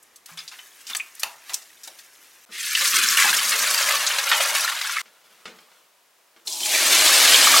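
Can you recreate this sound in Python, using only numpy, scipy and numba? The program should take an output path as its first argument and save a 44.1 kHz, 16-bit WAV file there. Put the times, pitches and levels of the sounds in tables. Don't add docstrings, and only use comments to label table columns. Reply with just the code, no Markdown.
import sys
import numpy as np
from scipy import signal
from scipy.fft import rfft, irfft, next_fast_len
from scipy.io import wavfile
from scipy.ndimage import uniform_filter1d
from numba import njit

SR = 44100
rng = np.random.default_rng(int(sys.argv[2]) if len(sys.argv) > 2 else 0)


def put_to_file(sound):
    columns = np.atleast_2d(sound).T
    safe = np.clip(columns, -1, 1)
    whole_steps = np.round(safe * 32767)
    wavfile.write(sys.argv[1], SR, whole_steps.astype(np.int16))


N = 335160
T = np.arange(N) / SR

# [start_s, end_s]
SHOTS = [(0, 2.452), (2.46, 5.017), (5.017, 7.7)]


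def undb(db):
    return 10 ** (np.asarray(db) / 20)


def unit(x):
    return x / np.sqrt(np.mean(x ** 2) + 1e-20)


def curves(rows):
    s, *columns = np.transpose(rows)
    return [np.interp(T, s, column) for column in columns]


def frequencies(n):
    return np.maximum(np.fft.rfftfreq(n, 1 / SR), 1)


def band(x, lo_hz, hi_hz, order=4):
    n = next_fast_len(len(x) + 4096)
    f = frequencies(n)
    low_slope = 1 + (lo_hz / f) ** order
    high_slope = 1 + (f / hi_hz) ** order
    return irfft(rfft(x, n) / low_slope / high_slope, n)[:len(x)]


def colour(x, points):
    hz, db = np.transpose(points)
    gain = undb(np.interp(np.log(frequencies(len(x))), np.log(hz), db))
    return irfft(rfft(x) * gain, len(x))


def ring(x, modes):
    out = 0
    for hz, width_hz, db in modes:
        b, a = signal.iirpeak(hz, hz / width_hz, SR)
        out = out + undb(db) * signal.lfilter(b, a, x)
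    return out


def walk(rate_hz):
    k = max(int(SR / rate_hz), 2)
    steps = np.repeat(rng.standard_normal(N // k + 1), k)
    return 1.43 * uniform_filter1d(steps, k)[:N]


def add(out, s, x):
    i = int(s * SR)
    out[i:i + len(x)] += x[:N - i]


def pouring(full_db=-24, spray_db=1.5, spray_loss_db=3, gurgle_db=-11, drum_db=-28, cushion_db=7,
            weight=1.2, shallow=0.054, note_db=-25, note_fade_db_per_s=5):
    # [time_s, flow_db]
    stream = [(2.495, -71), (2.525, -43), (2.56, -36.5), (2.66, -31.5), (2.88, -24), (3.2, -23), (3.6, -24),
              (3.88, -23.5), (4.1, -27), (4.28, -26), (4.38, -24), (4.66, -26.5), (4.76, -30.5),
              (4.99, -31.5), (5.015, -36)]
    # [pitch_hz, level_db]
    spectrum = [(26, -76), (45, -45), (132, -38.5), (173, -26.5), (220, -22), (296, -26.5), (396, -18),
                (558, -8), (805, -12), (1080, -3), (1480, -3), (1680, -1), (1940, -3.5), (6430, -7),
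                (15500, -17)]
    # [pitch_hz, width_hz, level_db]
    basin_modes = [(566, 70, 0)]
    fill_start_s, fill_length_s = 2.81, 1.31

    flow_db, = curves(stream)
    depth = np.clip((T - fill_start_s) / fill_length_s, 0, 1)
    heavy_db = weight * (flow_db - full_db)
    pool_db = 20 * np.log10(np.hypot(depth ** 1.77, shallow))
    texture = patter(4000, 3.2, 2600, 2.53, -2.3, 4.26)
    water = falling_water(flow_db, spray_db - spray_loss_db * depth, gurgle_db + heavy_db + pool_db,
                          drum_db + heavy_db - cushion_db * depth, spectrum, texture,
                          surge_db=0.82, flicker_db=1.52)
    basin_db = flow_db + note_db - note_fade_db_per_s * (T - fill_start_s)
    basin = note(texture, basin_modes, flicker_db=6) * undb(basin_db) * (T > fill_start_s)
    return (water + basin + trapped_air(flow_db, rate=12, over_db=9)) * (T > stream[0][0])


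def draining(full_db=-16, spray_db=0, gurgle_db=-14, drum_db=-24, thin_spray=0.33, thin_gurgle=0.23,
             thin_drum=0.35, note_db=-51):
    # [time_s, flow_db]
    stream = [(6.45, -76), (6.475, -40.5), (6.6, -36), (6.74, -21.5), (6.82, -22.5), (6.93, -17),
              (7.12, -16), (7.6, -15)]
    # [pitch_hz, level_db]
    spectrum = [(26, -80), (45, -45), (135, -40), (164, -28.5), (275, -13.5), (368, -9), (426, -14.5),
                (631, -8), (767, -9), (1220, -2), (1450, -3), (1800, 0), (3940, 0.5), (8010, -3),
                (15500, -13.5)]
    # [pitch_hz, width_hz, level_db]
    sink_modes = [(831, 49, 0)]

    flow_db, = curves(stream)
    thin_db = full_db - flow_db
    texture = patter(9000, 2.84, 4000, 1.9, -4.5, 5.5)
    water = falling_water(flow_db, spray_db + thin_spray * thin_db, gurgle_db + thin_gurgle * thin_db,
                          drum_db + thin_drum * thin_db, spectrum, texture,
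                          surge_db=0.5, flicker_db=0.42)
    sink = note(texture, sink_modes, flicker_db=4) * undb(np.minimum(note_db, flow_db - 7))
    return (water + sink + trapped_air(flow_db, rate=10, over_db=7)) * (T > stream[0][0])


def falling_water(flow_db, spray_db, gurgle_db, drum_db, spectrum, texture, surge_db, flicker_db):
    # [pitch_hz, width_hz, level_db]
    sink_modes = [(223, 21.9, -3.5), (270, 12, 2), (356, 20, -5), (446, 14, 1), (570, 19, -17),
                  (623, 8.2, 2.5), (1680, 80, -18.5), (2184, 65, -16)]
    # [time_s, lowest_splash_pitch_hz]
    splash_edge = [(2.52, 1630), (2.68, 1460), (2.82, 1070), (3.3, 870), (5.0, 856), (6.46, 3330),
                   (6.6, 2720), (6.7, 1670), (6.82, 806)]
    # [time_s, lowest_gurgle_pitch_hz]
    gurgle_edge = [(2.8, 450), (4.3, 422), (4.72, 600), (4.9, 720), (6.62, 685), (6.75, 350)]

    water = colour(texture + ring(texture, sink_modes), spectrum)
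    drum = unit(band(water, 48, 430, order=16))
    gurgle = unit(band(water, 430, 1000, order=16))
    splash = unit(band(water, 1000, 4500, order=16))
    spray = unit(band(water, 4500, 19000, order=16))
    splash = low_cut(splash, splash_edge)
    gurgle = low_cut(gurgle, gurgle_edge, order=14, depth_db=-18)
    surge = flow_db + surge_db * walk(70)
    parts = [(splash, 0), (spray, spray_db), (gurgle, gurgle_db), (drum, drum_db)]
    return sum(part * undb(surge + db + flicker_db * walk(60)) for part, db in parts)


def low_cut(x, edge, order=9, depth_db=-16):
    f, t, frames = signal.stft(x, SR, nperseg=512)
    edge_hz = np.interp(t, *np.transpose(edge))
    gain = undb(depth_db) + 1 / (1 + (edge_hz / np.maximum(f, 1)[:, None]) ** order)
    y = signal.istft(frames * gain, SR)[1][:N]
    before, after = (np.abs(uniform_filter1d(v ** 2, SR // 10)) for v in (x, y))
    return y * np.sqrt(before / (after + 1e-12))


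def note(texture, modes, flicker_db):
    return unit(ring(ring(texture, modes), modes) * undb(flicker_db * walk(30)))


def trapped_air(flow_db, rate, over_db, lowest_hz=1150, highest_hz=5200, scatter_db=2, cycles=5.0):
    when, pitch, size = rng.random((int(rate * N / SR), 3)).T
    hz = lowest_hz * (highest_hz / lowest_hz) ** pitch
    db = flow_db[(when * N).astype(int)] + over_db + scatter_db * (2 * size - 1)
    bubbles = chirps(when * N / SR, hz, cycles * np.sqrt(hz / 2500), undb(db), 0.022)
    return band(bubbles, 800, 19000)


def patter(drop_rate, drop_scatter_db, bubble_rate, bubble_scatter_db, bubble_db, cycles):
    hit = rng.random(N) < drop_rate / SR
    drop_db = drop_scatter_db * np.minimum(rng.exponential(size=N), 4.3)
    drops = hit * rng.choice([-1, 1], N) * undb(drop_db)
    when, pitch, life, chance = rng.random((int(bubble_rate * N / SR), 4)).T
    hz = 500 + 13000 * pitch ** 2
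    size = hz ** 0.75 * undb(bubble_scatter_db * np.minimum(-np.log(1 - chance), 4.5))
    ring_cycles = cycles * (0.5 + life) * (hz / 2000) ** 0.5
    bubbles = chirps(when * N / SR, hz, ring_cycles, size, 0.036)
    return unit(unit(drops) + undb(bubble_db) * unit(bubbles))


@njit
def chirps(start, hz, cycles, size, rise):
    out = np.zeros(N)
    for k in range(len(start)):
        life = cycles[k] * SR / hz[k]
        first = int(start[k] * SR)
        phase = 0.
        for i in range(min(int(5 * life), N - first)):
            phase += 2 * np.pi * min(hz[k] * (1 + rise * i / life), .45 * SR) / SR
            soft_start = 1 - np.exp(-(phase / 8) ** 2)
            out[first + i] += size[k] * soft_start * np.exp(-i / life) * np.sin(phase)
    return out


def stirring(treble_db=0.5, swish_treble_db=-4, slosh_ratio=1.05, resting_db=-12, bump_db=-28):
    # [time_s, swish_db, slosh_db, slosh_pitch_hz]
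    plunges = [(0.29, -51, -48, 1000), (0.909, -39, -43, 1180), (1.234, -39.5, -32.5, 900),
               (1.503, -40.5, -42.5, 760), (1.875, -50, -48, 600)]
    # [pitch_hz, level_db]
    spectrum = [(88, -51), (150, -18), (308, -10), (509, -20), (631, -16), (1150, -5.5), (1240, -2),
                (1830, 2), (1980, 2), (4560, -3.5), (6230, 3.5), (15500, 1)]
    swish_rise_s, swish_fall_s, slosh_s = 0.032, 0.055, 0.026
    fizz_start_s, fizz_attack_s, fizz_db, fizz_fade_db_per_s = 0.246, 0.034, -53, 1.5

    texture = patter(14000, 4.9, 2000, 0.8, -4, 1.9)
    fizz = colour(texture, spectrum) * undb(walk(41.26))
    bump = undb(bump_db) * unit(band(texture, 45, 260))
    calm_db = fizz_db - fizz_fade_db_per_s * (T - fizz_start_s)
    swish, slosh = 0, 0
    for s, swish_db, slosh_db, hz in plunges:
        before, after = np.maximum(s - T, 0), np.maximum(T - s, 0)
        swish = swish + undb(swish_db) * np.exp(-before / swish_rise_s - after / swish_fall_s)
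        cavity = unit(band(texture, hz / slosh_ratio, hz * slosh_ratio, order=6))
        slosh = slosh + undb(slosh_db) * (cavity + bump) * (T > s) * np.exp(-after / slosh_s)
    body = unit(band(fizz, 216, 5300, order=8)) * np.hypot(undb(calm_db), swish)
    treble_level = np.hypot(undb(calm_db + treble_db), swish * undb(swish_treble_db))
    treble = unit(band(fizz, 4900, 18200, order=8)) * treble_level
    strays = trapped_air(calm_db, rate=9.5, over_db=9.5, lowest_hz=1720, highest_hz=3930, cycles=7.6)
    fade_in = np.clip((T - fizz_start_s) / fizz_attack_s, undb(resting_db), 1)
    return (body + treble + slosh + strays) * fade_in


def splashes(gain_db=-2, scatter_db=3, lowest_hz=700, bubble_db=-5, cycles=4.9, count=5):
    # [time_s, level_db, centre_hz, spread_octaves, length_s]
    bursts = [(0.027, -47, 9300, 0.31, 0.0079), (0.159, -41, 7600, 0.53, 0.0083),
              (0.2596, -36.5, 8850, 0.85, 0.0063), (0.374, -35, 3850, 0.8, 0.035),
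              (0.478, -34.5, 5000, 0.48, 0.014), (0.515, -40.5, 3000, 0.89, 0.033),
              (0.588, -39, 2190, 0.61, 0.011), (0.899, -29.5, 4500, 1.1, 0.006),
              (1.495, -31.5, 3570, 1.2, 0.009), (0.868, -37, 5540, 0.58, 0.042),
              (0.949, -21.5, 4200, 0.94, 0.0076), (0.9645, -27.5, 8350, 0.49, 0.012),
              (0.999, -24.5, 2500, 0.13, 0.0063), (1.151, -39, 9550, 0.36, 0.0037),
              (1.196, -30.5, 8300, 0.55, 0.011), (1.233, -10.5, 6130, 1.35, 0.0022),
              (1.535, -23.5, 6330, 0.67, 0.0028), (1.5418, -18.5, 7800, 0.64, 0.0062),
              (1.62, -44, 5400, 0.64, 0.012), (1.834, -37.5, 6870, 0.6, 0.026),
              (1.875, -32, 6400, 0.92, 0.0067), (1.987, -42, 5200, 0.83, 0.021),
              (2.75, -16, 3700, 0.55, 0.009), (2.811, -23, 4670, 0.95, 0.019),
              (3.087, -11, 5810, 0.2, 0.0017), (3.172, -17, 2180, 0.43, 0.036),
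              (3.367, -20, 6240, 0.31, 0.0055), (3.24, -20, 1575, 1.1, 0.015),
              (3.8, -22.5, 4070, 1.1, 0.014), (3.906, -23, 2840, 0.76, 0.0092),
              (4.0654, -18, 5320, 0.44, 0.016), (4.184, -20, 3000, 0.75, 0.019),
              (4.315, -12, 2030, 0.7, 0.017), (4.406, -17.5, 3290, 0.74, 0.0089),
              (4.549, -17.5, 3960, 1, 0.017), (4.8124, -19.5, 3200, 0.7, 0.0056),
              (4.966, -20.5, 2070, 0.58, 0.007), (6.4746, -26.5, 5250, 0.53, 0.013),
              (6.524, -29, 5800, 0.4, 0.02), (6.604, -24.5, 5400, 0.66, 0.0065),
              (6.658, -22, 5900, 0.96, 0.012), (7.334, -14.5, 3280, 0.44, 0.019)]

    out, t = np.zeros(N), T[:8192]
    f = frequencies(len(t))
    for s, db, hz, spread, length in bursts:
        impacts = rng.standard_normal(len(t)) * undb(scatter_db * rng.standard_normal(len(t)))
        shape = np.exp(-(np.log2(f / hz) / spread / 2) ** 2) / np.sqrt(f)
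        cloud = irfft(rfft(impacts) * shape) * np.exp(-(t / length) ** 1.12)
        when, pitch, size = rng.random((3, count))
        bubble_hz = hz * 2 ** (spread * (2 * pitch - 1))
        bubbles = chirps(when * length, bubble_hz, np.full(count, float(cycles)), size, 0.028)
        burst = unit(cloud) + undb(bubble_db) * unit(bubbles[:len(t)])
        add(out, s, burst * undb(db + gain_db) * np.sqrt(length * SR / len(t)))
    return signal.sosfilt(signal.butter(3, lowest_hz, "high", fs=SR, output="sos"), out)


def plinks(gain_db=1, rise=0.0095, lowest_hz=600, calm_cycles=9, stream_cycles=5.3):
    # [time_s, pitch_hz, level_db]
    bubbles = [(0.38, 3500, -26), (0.39, 4980, -22), (0.592, 3010, -28), (0.933, 3530, -20.5),
               (0.968, 8000, -15.5), (1.003, 2480, -13), (1.542, 5870, -14), (2.751, 2980, -8.5),
               (3.191, 1980, -6), (3.223, 2090, -4.5), (3.329, 1680, -7), (3.745, 4850, -4.5),
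               (3.779, 4730, -7), (3.889, 2150, -6.5), (4.646, 1370, -9.5), (4.678, 1710, -7),
               (4.848, 1380, -15), (4.895, 1400, -12), (4.969, 1266, -15), (4.984, 2050, -9),
               (6.473, 4070, -13), (6.633, 3190, -13), (6.749, 2330, -8), (7.076, 3730, -2),
               (7.344, 3300, -4), (7.471, 1210, -1.5), (7.54, 1190, -4), (7.562, 1206, -4)]

    s, hz, db = np.transpose(bubbles).astype(float)
    cycles = np.where(s < SHOTS[0][1], calm_cycles, stream_cycles) * np.sqrt(hz / 2500)
    return band(chirps(s, hz * (1 - rise), cycles, undb(db + gain_db), rise), lowest_hz, 19000)


def knocks(tail_db=-14, tail_s=0.036, lowest_hz=160):
    # [time_s, body_db, tick_db, contact_s]
    bumps = [(2.49, -49.5, -60, 0.026), (2.811, -39, -36, 0.0088), (3.242, -41.5, -50, 0.02),
             (3.3, -43, -52, 0.02), (3.536, -37, -52, 0.016), (4.704, -57, -47, 0.015),
             (5.057, -57, -50.5, 0.031), (5.455, -41, -32.5, 0.01), (5.476, -44, -47, 0.034),
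             (5.587, -65, -44.5, 0.0037), (5.716, -71, -51, .008), (6.363, -56.5, -53.5, 0.017),
             (6.455, -53, -54.5, .012)]
    # [pitch_hz, width_hz, level_db]
    plastic = [(185, 22, -4), (229, 30, -5.5), (345, 24, -3), (447, 23, 1), (600, 60, -23), (876, 25, -9),
               (1204, 68, -7), (1230, 60, -9)]
    # [pitch_hz, level_db]
    tick_spectrum = [(150, -25), (700, -7.5), (1300, -3), (2200, -3), (3600, -5.5), (6000, -12.5),
                     (10000, -24.5), (16000, -46)]

    push, tick = np.zeros(N), np.zeros(N)
    t = T[:16384]
    for s, body_db, tick_db, length in bumps:
        contact = np.exp(-t / length) + undb(tail_db) * np.exp(-t / tail_s)
        add(push, s, undb(body_db) * contact)
        add(tick, s, undb(tick_db) * contact)
    noise = rng.standard_normal(N)
    body = ring(noise * push, plastic) / np.std(ring(noise, plastic))
    ticks = tick * unit(colour(rng.standard_normal(N), tick_spectrum))
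    return band(body, lowest_hz, 6000, order=8) + ticks


def handling(gain_db=-4.5):
    # [time_s, level_db]
    grip = [(5.03, -53), (5.1, -52.5), (5.556, -50.5), (5.666, -53), (5.788, -53), (6.054, -86),
            (6.396, -59), (6.44, -59)]
    # [pitch_hz, level_db]
    spectrum = [(59, -59), (100, -29), (177, -12.5), (406, -10), (736, -8), (950, -8), (1360, -3.5),
                (1680, -8), (3400, -6.5), (3780, -9), (16000, -19)]

    level_db, = curves(grip)
    rubbing = unit(colour(patter(5000, 1.9, 740, 2.5, -12, 8.7), spectrum))
    return rubbing * undb(level_db + gain_db + walk(40))


def thud(start_s=0.316, hz=163, db=-47, t60_s=0.23, attack_s=0.0018):
    t = np.maximum(T - start_s, 0)
    return undb(db - 60 * t / t60_s) * (1 - np.exp(-t / attack_s)) * np.sin(2 * np.pi * hz * t)


def sink_echoes(x, t60_s, size=1024):
    out, t = np.zeros(N), T[:2 * size]
    fade = undb(-60 * t / t60_s) * (t > .001)
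    window = np.sin(np.pi * np.arange(2 * size) / (2 * size))
    for i in range(0, N, size):
        piece = x[i:i + 2 * size]
        walls = rng.standard_normal(len(t)) * fade / np.linalg.norm(fade)
        add(out, i / SR, signal.fftconvolve(piece * window[:len(piece)], walls))
    return out


def kitchen(x):
    # [low_hz, high_hz, t60_s, level_db]
    tails = [(100, 1500, 0.57, -6.5), (1490, 4300, 0.24, -9.5), (4500, 25000, 0.25, -12.5)]

    t, response = T[:SR // 2], 0
    for lo_hz, hi_hz, t60_s, db in tails:
        tail = rng.standard_normal(len(t)) * undb(-60 * t / t60_s) * (t > .006)
        response = response + undb(db) * band(tail / np.linalg.norm(tail), lo_hz, hi_hz)
    return signal.fftconvolve(x, response)[:N]


def air(spectrum, db, side_db=-8):
    mid, side = (unit(colour(rng.standard_normal(N), spectrum)) for _ in range(2))
    return undb(db) * (mid + undb(side_db) * side * np.array([[1], [-1]]))


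def hum(hz=60, db=-91):
    return undb(db) * np.sqrt(2) * np.sin(2 * np.pi * hz * T)


def scene(direct_db=-1.98, sink_db=-7, sink_t60_s=0.028, side_db=-13, left_db=0.33):
    # [pitch_hz, level_db]
    bowl_air = [(18, -54), (30, -31), (420, -7.5), (532, -8), (1260, -6), (1440, -14), (1720, -6),
                (2180, -11.5), (15500, -24)]
    # [pitch_hz, level_db]
    room_air = [(18, -59), (30, -41), (546, -8), (691, -7), (808, -10), (970, -5.5), (1290, -9),
                (15500, -18.5)]
    # [pitch_hz, level_db]
    width = [(50, 2), (125, -11), (300, -4.5), (550, -0.5), (1050, -2.5), (2000, -14), (4000, 2), (8000, 2),
             (14000, 0)]

    waters = [stirring(), pouring(), undb(-1) * draining() + handling()]
    airs = [air(bowl_air, -61) + hum(), air(room_air, -58), air(room_air, -60.5)]
    events = splashes() + plinks() + knocks() + thud()
    out = 0
    for (start, end), water, hiss in zip(SHOTS, waters, airs):
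        on = (T >= start) & (T < end)
        close = (water + events) * on
        mid, side = (undb(sink_db) * sink_echoes(close, sink_t60_s) + kitchen(close) for _ in range(2))
        stereo = undb(side_db) * colour(side, width) * np.array([[1], [-1]])
        out = out + on * (undb(direct_db) * close + mid + stereo + hiss)
    return out * undb([[left_db], [-left_db]])


def record(dry):
    top_cut = signal.ellip(10, .1, 80, 15950, fs=SR, output="sos")
    return signal.sosfilt(top_cut, np.clip(dry, -1, 1))


dry = scene()
out = record(dry)
put_to_file(out)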